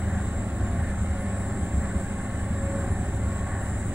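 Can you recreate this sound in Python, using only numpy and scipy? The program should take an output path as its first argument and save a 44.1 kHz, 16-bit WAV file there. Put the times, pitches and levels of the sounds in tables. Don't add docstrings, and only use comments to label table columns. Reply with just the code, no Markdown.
import sys
import numpy as np
from scipy import signal
from scipy.fft import rfft, irfft, next_fast_len
from scipy.io import wavfile
from scipy.ndimage import uniform_filter1d, map_coordinates

SR = 44100
rng = np.random.default_rng(int(sys.argv[2]) if len(sys.argv) > 2 else 0)


def pcm_store(signal):
    levels = np.round(np.clip(np.atleast_2d(signal), -1, 1) * 32767)
    wavfile.write(sys.argv[1], SR, levels.astype(np.int16).T)


N = 173754

# (frequency [Hz], density [dB per Hz])
HISS_SPECTRUM = [(5000, -35), (5900, -17.5), (6900, -9), (7300, -1), (7600, 4.5), (8000, 3), (8150, -3),
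                 (8600, -1.5), (8900, -13.5), (9500, -19.5), (11000, -20), (12000, -28), (13500, -31),
                 (14600, -28), (15600, -20.5)]
# (frequency [Hz], density [dB per Hz])
TOP_SPECTRUM = [(9750, -25), (10230, -1), (10600, -8), (11300, -23)]
# (frequency [Hz], likeness [-1 to 1])
HISS_LIKENESS = [(5000, -0.077), (8000, -0.18), (9300, 0.58), (11000, -0.022), (15000, 0.81)]
# (time [s], level [dB])
HISS_LEVEL = [(0, -52.5), (.9, -52.7), (1.9, -52), (2.9, -52), (3.4, -52.5), (3.8, -51)]
# (centre [s], 1/e half-length [s], frequency [Hz], level before rubbing [dB])
WHISTLES = [(.5, .7, 7243, -60), (1.65, 1.8, 7560, -55), (1.8, .55, 8010, -58), (2.624, .07, 7525, -52),
            (3.496, 0.88, 7660, -56), (3.7, 0.36, 7243, -59)]
# (time [s], lift [dB])
RUBS = [(1.215, 7.5), (1.38, 4), (2.92, 4.5), (3.655, 6)]
# (frequency [Hz], density [dB per Hz])
WHIRR_SPECTRUM = [(380, -7.5), (490, -10.5), (545, 0), (600, -1.5), (645, -5.5), (790, -5.5), (930, -10.5),
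                  (1010, -16.5), (1400, -37)]
# (frequency [Hz], density [dB per Hz])
RUSH_MID_SPECTRUM = [(700, -22), (1080, -1.5), (1300, -1.5), (1550, 2), (1660, 0), (1780, 2.5), (1960, -4),
                     (2050, -1), (2300, -10.5), (2650, -17), (3500, -18.5), (3870, -14), (4200, -21),
                     (4700, -25), (6000, -27.5)]
# (frequency [Hz], density [dB per Hz])
RUSH_SIDE_SPECTRUM = [(35, -6), (150, -24), (750, -12), (1250, -12), (2250, -9.8), (2760, -10.5),
                      (3300, -17.5), (5500, -25.5)]
# (frequency [Hz], density [dB per Hz])
CLOTH_SPECTRUM = [(400, -30), (700, -7), (1400, -9.5), (1790, 0), (2200, -19.5)]
# (centre [s], 1/e half-length [s], lift that sets the swish [dB])
SWISHES = [(0.137, 0.092, 7), (0.86, 0.1, 5.5), (1.425, 0.16, 3.5), (1.843, 0.038, 5.5), (2.7, 0.24, 3.7),
           (3.55, 0.18, 6.8)]
# (multiple of the blade rate, level before TONE_LEVEL [dB])
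BLADE_TONES = [(2, -56.5), (3, -54), (4, -57.5)]
# (time [s], relative level [dB])
TONE_LEVEL = [(3.55, 0), (3.9, -9.5)]
# (multiple of HUM_HZ, level without load [dB], change per dB of load [dB])
HUM = [(1, -35, 0.55), (2, -40, -0.18)]
# (time [s], load [dB])
MOTOR_LOAD = [(.7, 2), (1.3, -0.5), (2.35, -4.5), (2.65, 3.5), (3.35, 5.5), (3.94, -1.5)]
# (time [s], speed [turns/s])
SHAFT_SPEED = [(.15, 45.58), (.38, 46.0), (.66, 45.65), (.92, 45.88), (1.35, 45.46), (1.73, 46.17),
               (2.15, 45.42), (2.48, 45.72), (2.76, 46.13), (3.22, 45.33), (3.68, 46.3)]
# (multiple of the shaft speed, level before TONE_LEVEL [dB])
WHINE = [(12, -51.5), (15, -57), (16, -54), (24, -55), (25, -62)]
# (onset [s], peak level [dB])
THUDS = [(.135, -24), (0.446, -26), (.628, -16.5), (0.73, -20), (0.785, -20), (1.004, -22.5), (1.096, -22),
         (1.599, -19), (1.735, -19.5), (1.772, -17), (1.952, -21.5), (2.499, -20.5), (2.906, -21)]
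# (frequency [Hz], relative level [dB])
DRUM_MODES = [(66, -17.5), (75, 7.5), (84, -18.5), (172, -8.5), (222, -8.5)]
# (frequency [Hz], density [dB per Hz])
RUMBLE_SPECTRUM = [(20, -11), (31, -1), (48, -9), (62, 2), (74, 1), (90, -5.5), (110, -2.5), (140, -12),
                   (220, -25)]
# (time [s], level [dB])
RUMBLE_LEVEL = [(0, -32), (1.8, -35), (2.55, -32.5), (3.94, -32)]
# (frequency [Hz], density [dB per Hz])
DRONE_SPECTRUM = [(115, -5.5), (145, -13), (170, 2), (225, -1), (298, -8.5), (365, -12), (395, -10),
                  (445, -17.5), (600, -62)]
# (time [s], level [dB])
DRONE_LEVEL = [(0, -35.5), (.65, -33.3), (1.1, -37), (1.45, -33), (2.05, -33), (2.45, -36.5), (2.9, -31.5),
               (3.6, -37), (3.94, -34)]
# (time [s], level [dB])
BOOM_LEVEL = [(.5, -32), (1.1, -35), (2.15, -41), (2.8, -35.5)]

WHIRR_DB, RUSH_DB, CLOTH_DB = -42, -44.5, -49.5
HISS_DB, TOP_DB = 5, -63.5
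RUB_S = 0.037
WHISTLE_WIDTH_HZ, WHISTLE_LIKENESS = 11, 0.26
SQUEAK_HZ, SQUEAK_WIDTH_HZ, SQUEAK_DB = 10260, 23, -68
HUM_HZ, BLADE_HZ = 100.27, 267.6
BOOM_HZ = 75.96
THUD_RISE_S, THUD_T60_S = 0.0073, 0.19
DIRECT_SHARE = 0.25
SIDE_LAG_S, BODY_LAG_S = .00009, .00006
CUT_HZ = 15800


def amp(db):
    return 10 ** (np.asarray(db) / 20)


def unit(x):
    return x / np.sqrt(np.mean(x ** 2) + 1e-20)


def along(points, hz):
    f, v = np.transpose(points)
    return np.interp(np.log(hz + 1), np.log(f + 1), v)


def slope(points, hz):
    return amp(along(points, hz)) / np.maximum(hz / points[-1][0], 1) ** 6


def curve(rows):
    return np.interp(np.arange(N) / SR, *np.transpose(rows))


def swell(s, length):
    return np.exp(-((np.arange(N) / SR - s) / length) ** 2)


def wobble(rate):
    knots = rng.standard_normal(int(N * rate / SR) + 4)
    return map_coordinates(knots, [np.arange(N) * rate / SR])


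def noise(gain, channels=1):
    m = next_fast_len(N + SR // 4)
    hz = np.fft.rfftfreq(m, 1 / SR)
    z = rfft(rng.standard_normal((channels, m)))
    if channels == 2:
        share = np.clip(DIRECT_SHARE, 0, 1)
        lagged = -1j * np.sign(np.sin(2 * np.pi * hz * SIDE_LAG_S)) * z[0]
        z[1] = np.sqrt(1 - share) * z[1] + np.sqrt(share) * lagged
    return irfft(z * gain(hz), m)[:, :N]


def band(spectrum):
    return unit(noise(lambda hz: slope(spectrum, hz)))


def stereo(gain, likeness):
    def mid_side_gain(hz):
        angle = np.arccos(np.clip(likeness(hz), -1, 1)) / 2
        return gain(hz) * np.array([np.cos(angle), np.sin(angle)])
    mid, side = noise(mid_side_gain, channels=2)
    return unit(np.array([mid + side, mid - side]))


def steadied(x, window_s, share):
    power = np.abs(uniform_filter1d(np.mean(x ** 2, axis=0), max(int(window_s * SR), 8)))
    return unit(x / (power + 1e-9) ** (np.clip(share, 0, 1) / 2))


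def patchy(x, depth_db):
    z = signal.stft(x, nperseg=1024)[2]
    field = uniform_filter1d(rng.standard_normal(z.shape[1:]), size=4, axis=0)
    field = uniform_filter1d(field, size=9, axis=1)
    modulated = signal.istft(z * amp(depth_db * unit(field)), nperseg=1024)[1]
    return unit(modulated[:, :N])


def line(hz, db, waver_db, drift):
    turns = np.cumsum(hz * np.ones(N)) / SR + rng.random() + drift * wobble(6)
    level_db = db + waver_db * wobble(5.075)
    return np.sqrt(2) * amp(level_db) * np.sin(2 * np.pi * turns)


def whistle(hz, width_hz):
    return stereo(lambda f: 1 / (1 + ((f - hz) / width_hz) ** 2), lambda f: WHISTLE_LIKENESS + 0 * f)


def ports(x):
    hz = np.fft.rfftfreq(N, 1 / SR)
    return irfft(rfft(x) * np.exp(np.outer([-1j, 1j], np.pi * hz * BODY_LAG_S)), N)


def hiss():
    likeness = lambda hz: along(HISS_LIKENESS, hz)
    level = curve(HISS_LEVEL)
    swing_db = level - level.mean()
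    rub_db = sum(db * swell(s, RUB_S) for s, db in RUBS)
    flutter_db = 0.75 * wobble(23.5)

    low = patchy(stereo(lambda hz: slope(HISS_SPECTRUM, hz), likeness), depth_db=2.5)
    low = amp(level + HISS_DB + flutter_db) * low
    top_db = TOP_DB + 0.46 * rub_db + 1.1 * swing_db + flutter_db
    high = amp(top_db) * stereo(lambda hz: slope(TOP_SPECTRUM, hz), likeness)

    whistles = sum(amp(db) * swell(s, length) * whistle(hz, WHISTLE_WIDTH_HZ)
                   for s, length, hz, db in WHISTLES)
    squeak_db = SQUEAK_DB + 1.76 * rub_db + swing_db
    squeak = amp(squeak_db) * whistle(SQUEAK_HZ, SQUEAK_WIDTH_HZ)
    return low + high + amp(0.5 * rub_db) * whistles + squeak


def blower():
    lift_db = sum(db * swell(s, length) for s, length, db in SWISHES)
    whirr = amp(WHIRR_DB + 0.24 * lift_db) * patchy(band(WHIRR_SPECTRUM), depth_db=0.83)

    mid, side = noise(lambda hz: np.array([slope(RUSH_MID_SPECTRUM, hz), slope(RUSH_SIDE_SPECTRUM, hz)]),
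                      channels=2)
    rush = patchy(np.array([mid + side, mid - side]), depth_db=1.5)
    rush = amp(RUSH_DB + 0.76 * wobble(50)) * rush

    swish = np.sqrt(np.abs(amp(2 * lift_db) - 1))
    cloth = amp(CLOTH_DB) * swish * patchy(band(CLOTH_SPECTRUM), depth_db=0.5)
    blades = sum(line(k * BLADE_HZ, db + curve(TONE_LEVEL), waver_db=3.0, drift=0.13)
                 for k, db in BLADE_TONES)
    return ports(whirr + blades) + rush + cloth


def motor():
    load = curve(MOTOR_LOAD)
    hum = sum(line(k * HUM_HZ, db + follows * load, waver_db=1.5, drift=0.018)
              for k, db, follows in HUM)
    speed = uniform_filter1d(curve(SHAFT_SPEED), size=SR // 8)
    whine = sum(line(k * speed, db + curve(TONE_LEVEL), waver_db=4.0, drift=0.12) for k, db in WHINE)
    return hum + whine


def laundry():
    out, t = np.zeros(N + SR), np.arange(SR // 2) / SR
    shape = (1 - np.exp(-t / THUD_RISE_S)) * amp(-60 * t / THUD_T60_S)
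    hz, level = np.transpose(DRUM_MODES)
    for s, db in THUDS:
        detune, colour, phase = rng.standard_normal((3, len(hz)))
        turns = np.outer(hz * (1 + 0.046 * detune), t) + phase[:, None]
        ring = shape * (amp(level + 1.2 * colour) @ np.sin(2 * np.pi * turns))
        out[round(s * SR):][:len(t)] += amp(db) * ring / np.abs(ring).max()
    return out[:N]


def drum():
    rumble = amp(curve(RUMBLE_LEVEL)) * steadied(band(RUMBLE_SPECTRUM), window_s=0.13, share=0.51)
    drone = amp(curve(DRONE_LEVEL)) * steadied(band(DRONE_SPECTRUM), window_s=0.13, share=0.79)
    boom = line(BOOM_HZ, curve(BOOM_LEVEL), waver_db=0.5, drift=0.12)
    return rumble + drone + boom


def scene():
    return hiss() + blower() + ports(motor() + laundry() + drum())


def record(dry):
    m = next_fast_len(N + SR // 4)
    passed = np.fft.rfftfreq(m, 1 / SR) < CUT_HZ
    return irfft(rfft(dry, m) * passed, m)[:, :N]


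dry = scene()
out = record(dry)
pcm_store(out)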